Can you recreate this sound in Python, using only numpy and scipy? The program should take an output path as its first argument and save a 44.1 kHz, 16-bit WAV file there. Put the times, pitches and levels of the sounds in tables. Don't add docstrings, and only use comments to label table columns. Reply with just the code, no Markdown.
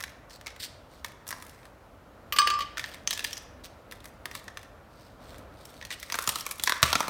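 import sys
import numpy as np
from scipy import signal
from scipy.fft import rfft, irfft, next_fast_len
from scipy.io import wavfile
from scipy.ndimage import uniform_filter1d

SR = 44100
rng = np.random.default_rng(int(sys.argv[2]) if len(sys.argv) > 2 else 0)


def voltage_ratio(decibels):
    exponent = np.asarray(decibels, float) / 20
    return 10 ** exponent


def unload_audio(sound):
    columns = np.transpose(np.atleast_2d(sound))
    steps = np.round(np.clip(columns, -1, 1) * 32767)
    wavfile.write(sys.argv[1], SR, steps.astype(np.int16))


N = 312751


def unit(x):
    return x / np.sqrt(np.mean(x ** 2) + 1e-20)


def tops(rows):
    return rows / (np.abs(rows).max(axis=-1, keepdims=True) + 1e-20)


def along(points, hz):
    f, v = np.transpose(points)
    return np.interp(np.log(hz + 1), np.log(f + 1), v)


def filtered(x, response):
    m = next_fast_len(x.shape[-1] + 4096)
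    return irfft(rfft(x, m) * response(np.fft.rfftfreq(m, 1 / SR)), m)[..., :x.shape[-1]]


def body(modes):
    def response(f):
        total = 0
        for k, (centre_hz, width_hz, db) in enumerate(modes):
            damped = 1j * f * width_hz
            total = total + (-1) ** k * voltage_ratio(db) * damped / (centre_hz ** 2 - f * f + damped)
        return total
    return response


def rush(spectrum, patchy_db):
    z = signal.stft(rng.standard_normal(N), nperseg=512)[2]
    field = uniform_filter1d(rng.standard_normal(z.shape), size=6, axis=0)
    field = uniform_filter1d(field, size=10, axis=1)
    noise = signal.istft(z * voltage_ratio(patchy_db * unit(field)), nperseg=512)[1][:N]
    return unit(filtered(noise, lambda hz: voltage_ratio(along(spectrum, hz))))


def placed(times, rows):
    at = np.round(times * SR).astype(int)[:, None] + np.arange(rows.shape[1])
    return np.bincount(at.ravel(), rows.ravel(), N + rows.shape[1] + 1)[:N]


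def tray():
    # t/s, level/dB, cube ring f/Hz, snap/dB
    cracks = [(0.0044, -26, 1200, -6), (0.0098, -25.5, 1900, -13), (0.026, -31, 5630, -1),
              (0.0379, -18.5, 1750, -14), (0.3069, -35, 4160, -8.5), (0.412, -34.5, 1850, -12),
              (0.462, -27, 2210, -33), (0.4685, -21, 2130, -17.5), (0.4786, -25.5, 2200, -28),
              (0.5623, -36, 1850, -9), (1.046, -19.5, 1920, -6.5), (1.2678, -36, 1790, -4),
              (1.2775, -39, 5870, 13), (1.289, -29, 5860, 2.5), (1.3067, -26, 1750, 1),
              (1.3131, -24.5, 1840, -7), (1.327, -21, 1710, -17), (1.4242, -31, 1960, 2),
              (1.4665, -39, 1900, 3), (1.495, -40, 5770, 1), (1.631, -42.5, 1770, -17),
              (1.654, -36.5, 1650, -5), (2.772, -20.5, 1655, -30), (2.7797, -19, 1530, -13),
              (2.7947, -18, 1760, -11), (2.841, -19.5, 1790, -34), (2.9383, -32, 3860, -13),
              (2.9441, -29.5, 2050, -6), (3.0744, -9, 6400, -23), (3.1075, -14, 3800, -5.5),
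              (3.1294, -13, 5070, -23), (3.1342, -21, 5340, -3), (3.1754, -17, 2650, -15),
              (3.1932, -15.5, 2700, -15), (3.2049, -27, 1820, -9), (3.2427, -21, 1900, -2.5),
              (3.2473, -11.5, 4930, -11), (3.33, -21.5, 5650, -10.5), (3.337, -29.5, 3900, -9.5),
              (3.3698, -25.5, 6000, -20), (3.377, -28.5, 5110, -4), (3.9126, -28, 2690, -9),
              (3.9224, -28, 1710, -3), (4.004, -40.5, 2930, -7.5), (4.043, -37, 1720, 0),
              (4.056, -32, 1720, 1), (4.2563, -19.5, 1700, -4.5), (4.3129, -28.5, 1800, -8),
              (4.352, -21, 1800, -4), (4.4423, -48.5, 1670, 11), (4.4805, -28, 1730, -16.5),
              (4.5721, -25, 1690, -13), (4.5925, -40, 1810, -7), (4.6304, -38, 1840, -10),
              (5.3445, -36, 1830, -12), (5.382, -42, 1570, 0.5), (5.6542, -36, 5560, 5),
              (5.7412, -39, 4300, -7), (5.8132, -27.5, 1930, -29), (5.825, -29, 1900, -21),
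              (5.8508, -23.5, 4190, -11.5), (5.905, -22, 1980, -20), (5.9134, -22, 1920, -28),
              (5.924, -26, 3470, -10), (5.9996, -36, 5430, 1.5), (6.0288, -25, 2000, -4.5),
              (6.1, -21.5, 1930, -15), (6.1223, -16, 6100, -6), (6.1423, -15.5, 1520, -13),
              (6.1538, -20, 1380, -5), (6.188, -13.5, 1360, -6), (6.2232, -34, 1660, 10),
              (6.2404, -33, 8400, 9.5), (6.2752, -11, 7000, -7), (6.2909, -12, 8540, 1),
              (6.3571, -17, 3800, 1), (6.396, -28, 3860, -9), (6.4083, -25, 5590, 2.5),
              (6.4646, -19.5, 2210, -1), (6.5119, -20, 2200, 4.5), (6.597, -19.5, 3900, -7),
              (6.6242, -34.5, 7100, 2), (6.6367, -12, 3480, -0.5), (6.6743, -6.5, 1870, -22),
              (6.6953, -9, 1490, -6), (6.7219, -8.5, 1580, -16), (6.829, 0.5, 1150, -9),
              (6.854, -18, 1200, -25), (6.879, -23.5, 1300, -30.5), (6.929, -7, 3800, -11.5),
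              (6.9538, -8, 1050, -30), (6.9979, -31, 2190, -3), (7.005, -12, 2130, -12),
              (7.0805, -21.5, 2260, -4)]
    # f/Hz, width/Hz, level/dB
    tray_modes = [(204, 250, -13), (442, 210, -8), (645, 140, -4.5), (992, 148, 2.5), (1300, 88, 3.5)]
    # f/Hz, width/Hz, level/dB
    cup_modes = [(1750, 245, 3), (2920, 1750, 1.5), (3384, 665, 7), (4940, 3350, -2), (5840, 1130, 3)]
    # t/s, level under the crack/dB
    slack = [(0, -18), (0.5, -19), (1.4, -9), (2.7, -19.5), (3.4, -22), (3.9, -18), (4.7, -11),
             (5.8, -20.5), (6.05, -19), (6.12, -9.5), (6.36, -7), (6.62, -16), (6.8, -12), (7.09, 1)]
    thud_db_per_octave = -1.5
    thud_scatter_db, flex_octaves = 1.5, 0.1

    s, db, hz, snap_db = crackle(np.array(cracks), count=5).T
    chance = rng.standard_normal((len(s), 2))
    thud_db = np.interp(s, *np.transpose(slack)) + thud_db_per_octave * np.log2(hz / 2000)
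    thud_db = thud_db + thud_scatter_db * chance[:, 0]
    flex = 2 ** (flex_octaves * chance[:, 1:])
    push, crack = ice(s, db, hz, snap_db, burst_s=0.026, width_hz=270)
    cups = voltage_ratio(-3.5) * tops(filtered(push, body(cup_modes)))
    shaken = filtered(push, lambda f: body(tray_modes)(f / flex + 1e-3) / (1 + 1j * f / 1500))
    thud = voltage_ratio(thud_db)[:, None] * tops(shaken)
    return placed(s, crack + voltage_ratio(db)[:, None] * (cups + thud))


def crackle(cracks, count):
    after = np.repeat(cracks, count, axis=0)
    chance = rng.random((len(after), 3))
    delay_s = -0.05 * np.log(1 - chance[:, 0])
    after[:, 0] = np.minimum(after[:, 0] + 0.006 + delay_s, N / SR)
    after[:, 1] -= 14 + 10 * chance[:, 1] + 90 * delay_s
    after[:, 2] *= 2 ** (chance[:, 2] - 0.5)
    after[:, 3] += 3

    lead = cracks.copy()
    lead[:, 0] -= 0.003 + 0.008 * rng.random(len(lead))
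    lead[:, 1] += -32 + 12 * rng.random(len(lead))
    lead[:, 3] += 6
    return np.vstack([cracks, after, lead[lead[:, 0] > 0]])


def ice(times, db, hz, snap_db, burst_s, width_hz):
    t = np.arange(2048) / SR
    spray = voltage_ratio(-11.5 - 60 * t / burst_s) * (1 - np.exp(-t / 0.0006))

    def slips(first_db):
        first = voltage_ratio(first_db - 60 * t / 0.0012)
        return rng.standard_normal((len(times), len(t))) * (spray + first)

    push = slips(first_db=0.5)
    snap = tops(filtered(slips(first_db=-3.5), body([(7400, 6600, -0.56), (13800, 5600, -1.5)])))
    cube = tops(filtered(push, body([(hz[:, None], width_hz, 0)])))
    return push, voltage_ratio(db)[:, None] * (voltage_ratio(snap_db)[:, None] * snap + voltage_ratio(-6.5) * cube)


def jar():
    # t/s, level/dB, cube ring f/Hz, low bell/dB, upper glass/dB
    clinks = [(2.3237, -19.5, 13800, -12, -13.5), (2.363, -22, 13800, -35, -23),
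              (2.3861, -11, 8400, -5, -2), (2.4184, -17.5, 2270, -5, -36.5), (2.472, -15.5, 4600, -12, -6),
              (2.5017, -21, 7700, -5, -7), (2.537, -34.5, 7650, 2, 0), (2.589, -31.5, 13900, 4, -6),
              (2.606, -26, 2370, -13, -30), (2.62, -31.5, 2500, -36, -8)]
    # f/Hz, level/dB, t60/s
    glass_modes = [(1135, -3, .4), (1186, 0, .45), (1585, -12, .12), (1672, -12, .1), (2465, -25, .45),
                   (2735, -28, .45), (2960, 0, .035), (3031, -24, .4), (3343, -28, .5), (3820, -27, .4),
                   (4457, 1, .05), (4716, -16, .2), (4955, -8, .09), (5150, -24, .5), (6072, -17, .2),
                   (9550, -1, .035), (11670, -23, .1), (15550, -13, .08)]
    # t/s, damping/(dB/s)
    settle_s, settle_db_per_s = (2.62, 200)
    first_snap_db, dulls_db_per_s = -26, 57

    s, db, hz, bell_db, upper_db = np.transpose(clinks)
    snap_db = first_snap_db - dulls_db_per_s * (s - s[0])
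    push, crack = ice(s, db, hz, snap_db, burst_s=0.06, width_hz=250)
    knock_modes = [(400, 140, -7), (1900, 1000, 0), (3050, 500, 6), (4770, 1500, -2.5)]
    knock = voltage_ratio(db + 3.0)[:, None] * tops(filtered(push, body(knock_modes)))

    t = np.arange(SR // 2) / SR
    f, level_db, t60_s = np.transpose(glass_modes)
    low = f < 1300
    decay = voltage_ratio(-60 * t / t60_s[:, None]) * (1 - np.exp(-t / 0.0012))
    modes = np.sin(2 * np.pi * f[:, None] * t) * decay
    spot_db = 2 * rng.standard_normal((len(s), len(f)))
    strength_db = db[:, None] + level_db + np.where(low, bell_db[:, None], upper_db[:, None] + spot_db)
    strength_db = strength_db + 0.5 * db[:, None] * (f > 9000)
    bell = placed(s, voltage_ratio(strength_db[:, low]) @ modes[low])
    upper = placed(s, voltage_ratio(strength_db[:, ~low]) @ modes[~low])
    damping = voltage_ratio(-settle_db_per_s * np.clip(np.arange(N) / SR - settle_s, 0, None))
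    return placed(s, crack + knock), damping * bell, upper


def fingers():
    # f/Hz, level/(dB per Hz)
    skin_colour = [(700, -48), (1500, 9), (3000, 4.5), (5000, 7.5), (7000, 2), (8500, 8), (10500, -1),
                   (15500, 3), (16600, -48)]
    # start t/s, length/s, level/dB, rasp f/Hz
    strokes = [(0.29, 0.094, -55.5, 4400), (0.593, 0.081, -40.5, 3800), (0.883, 0.16, -66, 3970),
               (1.324, 0.41, -65, 1900), (2.798, 0.19, -55.5, 3120), (3.228, 0.11, -51.5, 4000),
               (3.636, 0.04, -48.5, 3640), (4.33, 0.079, -54.5, 3940), (4.89, 0.3, -67.5, 4100),
               (5.188, 0.26, -62.5, 3420), (5.495, 0.46, -64.5, 3850), (5.906, 0.048, -44, 3030),
               (5.974, 0.14, -57.5, 4200), (6.077, 0.3, -50.5, 1330), (6.29, 0.19, -53, 3100),
               (6.38, 0.13, -64, 3140), (6.654, 0.039, -43, 3800), (6.727, 0.16, -70, 1700),
               (6.82, 0.13, -40.5, 2500), (6.945, 0.17, -45.5, 1150)]

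    grit = voltage_ratio(4.5 * unit(uniform_filter1d(rng.standard_normal(N), size=90)))
    hiss = unit(grit * rush(skin_colour, patchy_db=1.5))
    out = np.zeros(N)
    for s, length_s, db, hz in strokes:
        start = round(s * SR)
        part = hiss[start:][:round(length_s * SR)]
        u = np.linspace(0, 1, len(part))
        rasp = 0.96 * part + unit(filtered(part, body([(hz, 0.4 * hz, 0)])))
        out[start:][:len(part)] += voltage_ratio(db) * np.sin(np.pi * u ** 0.8) * rasp
    return out


def grip():
    # t/s, peak level/dB
    thumps = [(6.278, -35.5), (6.83, -20.5)]
    s, db = np.transpose(thumps)
    t = np.arange(8192) / SR
    push = np.exp(-t / 0.00094) + 0.31 * rng.standard_normal((len(s), len(t))) * voltage_ratio(-60 * t / 0.18)
    thump = tops(filtered(push, body([(73, 11, 10.5), (152, 48, 7.5), (322, 270, -6.5)])))
    return placed(s, voltage_ratio(db)[:, None] * thump)


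def kitchen(x):
    # f/Hz, t60/s
    wall_t60 = [(150, 0.6), (1000, 1), (4000, 0.61), (9000, 0.43), (16000, 0.17)]
    step, delay = 8192, 130
    out = np.zeros(N + SR)
    for a in range(0, N, step):
        hz, t, z = signal.stft(rng.standard_normal(SR // 2), SR, nperseg=256)
        decay = voltage_ratio(-60 * t / along(wall_t60, hz)[:, None])
        tail = signal.istft(z * decay, SR, nperseg=256)[1][:SR // 2]
        wet = signal.fftconvolve(x[a:a + step], tail / np.linalg.norm(tail))
        out[a + delay:][:len(wet)] += wet
    return out[:N]


def hum():
    # f/Hz, level/(dB per Hz)
    hum_colour = [(13, -46), (22, -34.5), (43, -1), (85, -2), (166, -10), (274, -8.5), (381, -13.5),
                  (594, -7.5), (806, -13.5), (1400, -15.5), (1700, -21.5), (6990, -44), (7600, -50),
                  (14400, -43.5), (16500, -66)]
    # t/s, rms level/dB
    hum_level = [(0.0, -52.5), (2.02, -52.5), (2.39, -50), (5.15, -52), (5.3, -47.5), (6.0, -53)]
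    s, db = np.transpose(hum_level)
    return voltage_ratio(np.interp(np.arange(N) / SR, s, db)) * rush(hum_colour, patchy_db=0.5)


def scene():
    knocks, bell, upper = jar()
    near = tray() + knocks + fingers() + grip()
    send = near + voltage_ratio(-18) * bell + voltage_ratio(-4) * upper
    return (near + bell + upper + voltage_ratio(-12) * kitchen(send) + hum())[None]


def band_limit(x):
    return signal.sosfilt(signal.butter(12, 17150, fs=SR, output="sos"), x)


def record(dry):
    hiss_colour = [(4000, -5.5), (9000, -10.5), (15800, -13), (16600, -25)]  # f/Hz, level/(dB per Hz)
    sound = dry + voltage_ratio(-71) * rush(hiss_colour, patchy_db=1)
    rounded = sound / (1 + np.abs(sound / 0.95) ** 6) ** (1 / 6)
    heard = filtered(rounded, lambda hz: hz < 16900)
    return band_limit(heard)


dry = scene()
out = record(dry)
unload_audio(out)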